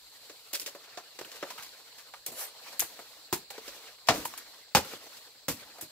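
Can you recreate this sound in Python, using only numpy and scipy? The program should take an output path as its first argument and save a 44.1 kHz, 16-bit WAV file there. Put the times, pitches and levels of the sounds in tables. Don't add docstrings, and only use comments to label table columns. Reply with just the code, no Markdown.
import sys
import numpy as np
from scipy import signal
from scipy.fft import rfft, irfft, next_fast_len
from scipy.io import wavfile
from scipy.ndimage import uniform_filter1d, map_coordinates

SR = 44100
rng = np.random.default_rng(int(sys.argv[2]) if len(sys.argv) > 2 else 0)


def output_pcm(signal):
    pcm = np.clip(np.atleast_2d(signal).T, -1, 1) * 32767
    wavfile.write(sys.argv[1], SR, np.round(pcm).astype(np.int16))


N = 260631

# t/s, slap level/dB, thud level/dB, stalk level/dB, fizz level/dB,
# stalk f/Hz, frond f/Hz, stalk t60/s (time to fall by 60 dB)
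BLADE_BLOWS = [(3.3262, -29, -32.5, -29, -27, 868, 375, .11),
               (4.0857, -19.5, -24.5, -15.5, -30.5, 710, 318, 0.12),
               (4.7486, -17.5, -26, -17.5, -23.5, 815, 200, 0.11),
               (5.482, -28.5, -31.5, -31.5, -28, 510, 264, 0.14)]
# t/s, slap
# level/dB, thud level/dB, stalk level/dB, fizz level/dB, stalk f/Hz, stalk t60/s
FROND_KNOCKS = [(0.2947, -45, -63, -47, -55, 520, 0.085), (0.5295, -34, -72, -41, -32.5, 553, 0.11),
                (0.5469, -30.5, -68, -56, -34.5, 576, 0.068), (0.5959, -40, -58, -51, -37, 1640, 0.067),
                (0.6144, -41.5, -65, -49.5, -42, 472, 0.086), (0.6603, -32.5, -72, -48, -36.5, 480, 0.059),
                (0.6726, -44, -69, -43.5, -47, 570, 0.094), (0.7464, -52, -66, -43.5, -54, 605, 0.091),
                (0.971, -39, -57, -36, -47.5, 674, 0.092), (1.187, -40, -73, -38, -46, 577, 0.075),
                (1.2104, -44, -55, -44, -51, 575, 0.053), (1.2481, -55, -58, -46.5, -51, 1550, 0.072),
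                (1.3156, -40.5, -70, -55, -46.5, 510, 0.053), (1.3555, -49.5, -68, -47.5, -51, 1520, .09),
                (1.4246, -43, -53, -29.5, -60, 558, 0.069), (1.502, -39.5, -65, -39, -43.5, 1000, 0.067),
                (1.5764, -50, -57, -39.5, -48.5, 1410, 0.14), (1.6222, -42, -66, -45.5, -43.5, 1090, .12),
                (1.9794, -47.5, -85, -49.5, -49.5, 1730, .16), (2.1364, -52, -83, -39, -57, 1140, 0.06),
                (2.262, -37, -81, -47, -30.5, 584, 0.071), (2.277, -48, -65, -43.5, -52, 244, .15),
                (2.317, -64, -54, -49.5, -45, 626, .13), (2.724, -50, -61, -45, -50, 890, 0.13),
                (2.7934, -28.5, -48, -39, -22, 1390, 0.093), (2.818, -45, -47.5, -35.5, -52, 704, 0.086),
                (2.9885, -53, -53.5, -40.5, -52, 613, 0.081), (3.5029, -42, -60, -40.5, -42.5, 805, 0.067),
                (3.5776, -44, -70, -39.5, -53, 447, 0.0635), (3.677, -38, -70, -42.5, -47, 547, 0.087),
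                (4.069, -38.5, -63, -46.5, -42, 860, 0.09), (4.134, -37.5, -38, -36.5, -38, 555, 0.24),
                (4.174, -53, -37.5, -50, -50, 480, 0.088), (4.2497, -39, -53, -44, -31.5, 950, 0.074),
                (4.2529, -62, -65, -36, -62, 940, 0.041), (4.337, -51, -74, -41.5, -49, 1150, 0.041),
                (4.3748, -41.5, -68, -52, -38.5, 1012, 0.07),
                (4.7675, -26.5, -29.5, -18.5, -28.5, 539, 0.069), (4.847, -63, -47, -42, -46, 1400, 0.049),
                (4.934, -53, -54, -41, -55, 514, .035), (5.0686, -57, -67, -51, -57, 600, .045),
                (5.1686, -47, -76, -51, -49.5, 1790, 0.062), (5.783, -55, -63, -44.5, -52, 700, 0.072),
                (5.8099, -44, -65, -51, -34, 1074, 0.067), (5.821, -48, -44.5, -46.5, -47, 610, 0.098)]

LEFT_LEADS_S = 2.9 / SR


def amp(db):
    return 10 ** (np.asarray(db) / 20)


def unit(x):
    return x / np.sqrt(np.mean(x ** 2) + 1e-20)


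def along(points, hz):
    f, value = np.transpose(points)
    return np.interp(np.log(hz + 1), np.log(f + 1), value)


def curves(rows):
    s, *columns = np.transpose(rows)
    return [np.interp(np.arange(N) / SR, s, column) for column in columns]


def wobble(rate):
    points = rng.standard_normal(int(N * rate / SR) + 4)
    return map_coordinates(points, [np.arange(N) * rate / SR])


def bump(centre_s, spread_s):
    return np.exp(-.5 * ((np.arange(N) / SR - centre_s) / spread_s) ** 2)


def filtered(x, response):
    n = x.shape[-1]
    m = next_fast_len(n + SR // 10)
    gain = response(np.fft.rfftfreq(m, 1 / SR))
    gain = gain / np.sqrt(np.mean(np.abs(gain) ** 2))
    return irfft(rfft(x, m) * gain, m)[..., :n]


def ringing(modes, order=1):
    def response(f):
        total = 0
        for k, (centre, width, db) in enumerate(modes):
            resonance = 1j * f * width / (centre ** 2 - f ** 2 + 1j * f * width)
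            total = total + (-1) ** k * amp(db) * resonance
        return total ** order
    return response


def crackle(rate, spiky_db):
    grains = amp(spiky_db * wobble(rate))
    return unit(grains * rng.standard_normal((2, N)))


def ports(pair, likeness):
    def response(hz):
        turn = np.arccos(np.clip(along(likeness, hz), -1, 1)) / 2
        return np.array([np.cos(turn), np.sin(turn)])

    def delay(hz):
        return np.exp(np.outer([1j, -1j], np.pi * LEFT_LEADS_S * hz))

    shared, apart = filtered(pair, response)
    return filtered(np.array([shared + apart, shared - apart]), delay) / np.sqrt(2)


def insects():
    # t/s, level/dB
    chorus_level = [(0.0, -58), (1.61, -56.5), (1.86, -58), (2.42, -55.5), (5.91, -57.5)]
    # f/Hz, width/Hz, level/dB (before passing twice)
    song_bands = [(4170, 820, 0), (5150, 560, -4.5), (7440, 600, -4)]
    level_db, = curves(chorus_level)
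    hiss = amp(level_db + 0.41 * wobble(4.36)) * crackle(55, spiky_db=1.5)
    return filtered(hiss, ringing(song_bands, order=2))


def wind():
    # f/Hz, width/Hz, level/dB (before passing twice)
    rumble_bands = [(89, 100, 0.5), (177, 130, -0.5)]
    wind_db, gusty_db, air_db = -82.5, 1.5, -84
    lumps = crackle(12, spiky_db=4.5)
    gusts = amp(wind_db + gusty_db * wobble(1.56))
    buffet = filtered(gusts * lumps, ringing([(48, 19, 0)], order=2))
    rumble = filtered(rng.standard_normal(N), ringing(rumble_bands, order=2))
    return buffet + amp(air_db) * rumble


def shakes():
    over_db = -29
    base_db, db_per_slap_db = -52, 0.42
    peak_s, fall_db_per_s = 0.13, 58
    t, power = np.arange(N) / SR, np.zeros(N)
    for s, slap_db, *_ in [*BLADE_BLOWS, *FROND_KNOCKS]:
        if slap_db > over_db:
            since = np.maximum(t - s, 0)
            swell = np.minimum(since / peak_s, 1) ** 3
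            peak_db = base_db + db_per_slap_db * (slap_db - over_db)
            power += (swell * amp(peak_db - fall_db_per_s * np.maximum(since - peak_s, 0))) ** 2
    return np.sqrt(power)


def patchy(x, depth_db):
    z = signal.stft(x, nperseg=512)[2]
    field = rng.standard_normal(z.shape[1:])
    field = uniform_filter1d(field, size=4, axis=0)
    field = uniform_filter1d(field, size=5, axis=1)
    patched = signal.istft(z * amp(depth_db * unit(field)), nperseg=512)[1]
    return unit(patched[:, :N])


def edge_hiss(sweep, centre_s, spread_s):
    # f/Hz, width/Hz, level/dB (before passing twice)
    early = [(5040, 3700, -5.5), (7300, 1100, 1.5), (11100, 2600, -0.5)]
    pitch_rise = 1.15
    late = [(hz * pitch_rise, width, db) for hz, width, db in early]
    hiss = amp(-36.5) * sweep * crackle(250, spiky_db=1.5)
    share = np.clip(.5 + (np.arange(N) / SR - centre_s) / (3 * spread_s), 0, 1)
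    edges = filtered(hiss * np.sqrt(1 - share), ringing(early, order=2))
    edges = edges + filtered(hiss * np.sqrt(share), ringing(late, order=2))
    wisp = amp(-52.5) * bump(2.482, .014) * crackle(250, spiky_db=0.0)
    return edges + filtered(wisp, ringing([(9150, 700, 0)], order=2))


def rustle():
    # t/s, broad leaf level/dB, dry tip level/dB
    dragging = [(0.0, -62, -59), (0.45, -60, -55.5), (0.94, -56, -60.5), (1.09, -61, -60.5),
                (1.36, -51.5, -53.5), (1.51, -50.5, -52), (1.71, -55.5, -56), (1.96, -58.5, -58.5),
                (2.3, -62, -59), (2.47, -59.5, -60), (2.68, -50.5, -52.5), (3.14, -59.5, -56.5),
                (3.42, -61, -65), (3.64, -50.5, -49.5), (3.87, -53.5, -54.5), (4.07, -62, -62),
                (4.5, -54.5, -56.5), (4.74, -64.5, -65.5), (5.2, -56, -54), (5.5, -64, -66.5),
                (5.65, -59, -62), (5.91, -60, -59)]
    # f/Hz, relative level/dB
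    broad_colour = [(250, -33), (450, 0), (600, -2), (1000, -3.5), (2000, -4), (3500, -5.5), (6000, -7.5),
                    (9000, -25)]
    # f/Hz, relative level/dB
    tip_colour = [(1500, -15), (3500, 3), (6000, -1.5), (8000, 1), (9000, -4), (12500, 0), (15500, -4.5)]
    # f/Hz, width/Hz, level/dB (before passing twice)
    sway_modes = [(59.3, 39, -6.5), (127, 49, -2), (204.4, 81, -1.5), (320.4, 91, 1)]
    # f/Hz, likeness (1 = same)
    rustle_likeness = [(60, 0.46), (400, 0.91), (1500, 0.7), (4000, 0.081), (12000, 0.073)]
    sweep_s, sweep_spread_s = 2.415, .034
    shake_tips_db, shake_sway_db, hand_sway_db = -1, -14.5, -21

    broad_db, tips_db = curves(dragging)
    shake = shakes()
    sweep = bump(sweep_s, sweep_spread_s)
    flutter = amp(1.4 * wobble(25))

    broad = np.hypot(amp(broad_db), shake) * flutter * amp(1.48 * wobble(70))
    broad = broad + amp(-43.5) * sweep
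    broad = broad * patchy(crackle(400, spiky_db=0.5), depth_db=3)
    tips = np.hypot(amp(tips_db), amp(shake_tips_db) * shake) * flutter
    tips = tips * crackle(1200, spiky_db=0.5)
    sway = np.hypot(amp(broad_db + hand_sway_db), amp(shake_sway_db) * shake) * flutter
    sway = sway * crackle(60, spiky_db=3.0)

    leaves = filtered(broad, lambda hz: amp(along(broad_colour, hz)))
    leaves = leaves + filtered(tips, lambda hz: amp(along(tip_colour, hz)))
    leaves = leaves + filtered(sway, ringing(sway_modes, order=2))
    return ports(leaves + edge_hiss(sweep, sweep_s, sweep_spread_s), rustle_likeness)


def contacts(rows, blow_db, knock_db, woody_db, leafy_db, thud_lasts, after_db):
    # f as a multiple of its pitch, width likewise, level/dB
    stalk_modes = [(.62, 0.18, -3.5), (1.008, 0.14, 1.5), (1.552, 0.69, -8), (2.2, 0.54, -8), (3.1, 1, -13)]
    # f as a multiple of its pitch, width likewise, level/dB
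    frond_modes = [(.19, 0.15, -13), (.45, 0.24, -5.5), (1.01, 0.21, 1.5), (1.6, 0.39, -18)]
    # f/Hz, width/Hz, level/dB (before passing twice)
    sheet_modes = [(2140, 2230, 4.5), (5530, 3860, 6)]
    # f/Hz, width/Hz, level/dB (before passing twice)
    fibre_modes = [(7060, 2350, 0.5), (13200, 6500, 1)]
    # f/Hz, likeness (1 = same)
    contact_likeness = [(60, 0.96), (400, 0.96), (1500, 0.78), (4000, 0.17), (12000, 0.29)]
    slap_lasts, fizz_lasts = 1.02, 1.17
    crisp_s, crisp_power = 0.068, 1.13

    slap, fizz, wood = np.zeros((3, 2, N + SR))
    woody, leafy = (np.pad(crackle(900, db), ((0, 0), (0, SR))) for db in (woody_db, leafy_db))
    for s, slap_db, thud_db, stalk_db, fizz_db, stalk_hz, thud_hz, t60, rise_s in rows:
        t = np.arange(round(SR * min(.5, 4 * t60))) / SR
        here = slice(round(s * SR), round(s * SR) + len(t))
        click = np.arange(len(t)) == round(rise_s * SR)
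        push = np.outer([1, 0], click) * (crisp_s / t60) ** crisp_power

        def strike(db, lasts, grains, push_db):
            dying = amp(-60 * t / lasts) + amp(after_db - 60 * t / (2.7 * lasts))
            rising = 1 - np.exp(-t / rise_s)
            return amp(db) * (dying * rising * grains[:, here] - amp(push_db) * push)

        slap[:, here] += strike(slap_db, slap_lasts * t60, leafy, blow_db)
        fizz[:, here] += strike(fizz_db, fizz_lasts * t60, leafy, blow_db)
        stalk = ringing([(stalk_hz * k, stalk_hz * w, db) for k, w, db in stalk_modes])
        frond = ringing([(thud_hz * k, thud_hz * w, db) for k, w, db in frond_modes])
        knock = strike(stalk_db, t60, woody, knock_db)
        wood[:, here] += filtered(knock, lambda hz: stalk(hz) * 1j * hz / (0.62 * stalk_hz + 1j * hz))
        thud = strike(thud_db, thud_lasts * t60, woody, knock_db)
        wood[:, here] += filtered(thud, lambda hz: frond(hz) / (1 + 1j * hz / 450))
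    leaves = filtered(slap, ringing(sheet_modes, order=2)) + filtered(fizz, ringing(fibre_modes, order=2))
    return ports((leaves + wood)[:, :N], contact_likeness)


def fronds():
    light_hz, light_db, db_per_octave = 397, -57.5, 56.5
    rise_share = 0.0337
    rows = []
    for *row, t60 in FROND_KNOCKS:
        thud_hz = light_hz * 2 ** ((light_db - row[2]) / db_per_octave)
        rows.append((*row, thud_hz, t60, rise_share * t60))
    return contacts(rows, blow_db=14.0, knock_db=18.5, woody_db=3.5, leafy_db=2.0,
                    thud_lasts=1.11, after_db=-17.5)


def grove(x):
    # f/Hz, t60/s
    echo_t60 = [(150, 0.081), (1000, 0.4), (4000, 0.41), (12000, 0.3)]
    hz, t, z = signal.stft(rng.standard_normal((2, SR // 2)), SR, nperseg=256)
    decay = amp(-60 * t / along(echo_t60, hz)[:, None])
    tail = signal.istft(z * decay, SR, nperseg=256)[1]
    delayed = np.pad(x, ((0, 0), (600, 0)))
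    return signal.fftconvolve(delayed, tail / np.linalg.norm(tail[0]), axes=1)[:, :N]


def snaps():
    # t/s, level/dB, f/Hz, left over right/dB
    fibres = [(0.545, -23, 5000, -4), (0.5975, -26.5, 5150, -6), (0.6617, -35, 2960, 4),
              (1.2476, -36, 2900, -1), (1.6913, -38, 4400, 4), (2.794, -10, 12700, 6),
              (2.804, -16, 6500, 14.5), (3.5023, -35, 4170, -4), (4.2534, -33, 9430, -1),
              (4.3382, -37, 2580, -3), (4.377, -30.5, 9300, 14)]
    out = np.zeros((2, N + SR))
    t = np.arange(-SR // 1000, SR // 1000) / SR
    port_t = t - np.array([[0], [LEFT_LEADS_S]])
    for s, db, hz, pan_db in fibres:
        tick = np.sin(2 * np.pi * hz * port_t) * np.exp(-(0.4 * hz * port_t) ** 2)
        level = amp(db + pan_db * np.array([[.5], [-.5]]))
        out[:, round(s * SR):][:, :len(t)] += level * tick
    return out[:, :N]


def chops():
    rise_s = 0.001075
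    rows = [(*row, rise_s) for row in BLADE_BLOWS]
    return contacts(rows, blow_db=22, knock_db=29, woody_db=0.5, leafy_db=-2,
                    thud_lasts=1.2, after_db=-22.5)


def scene():
    hits = fronds() + snaps() + chops()
    echoes = amp(-20) * grove(hits)
    return insects() + wind() + rustle() + hits + echoes


def record(dry):
    shelf_hz, shelf_db, top_hz = 15650, -28, 16800
    m = next_fast_len(N + SR // 2)
    hz = np.fft.rfftfreq(m, 1 / SR)
    gain = np.where(hz < shelf_hz, 1, amp(shelf_db)) * (hz < top_hz)
    return irfft(rfft(dry, m) * gain, m)[:, :N]


dry = scene()
out = record(dry)
output_pcm(out)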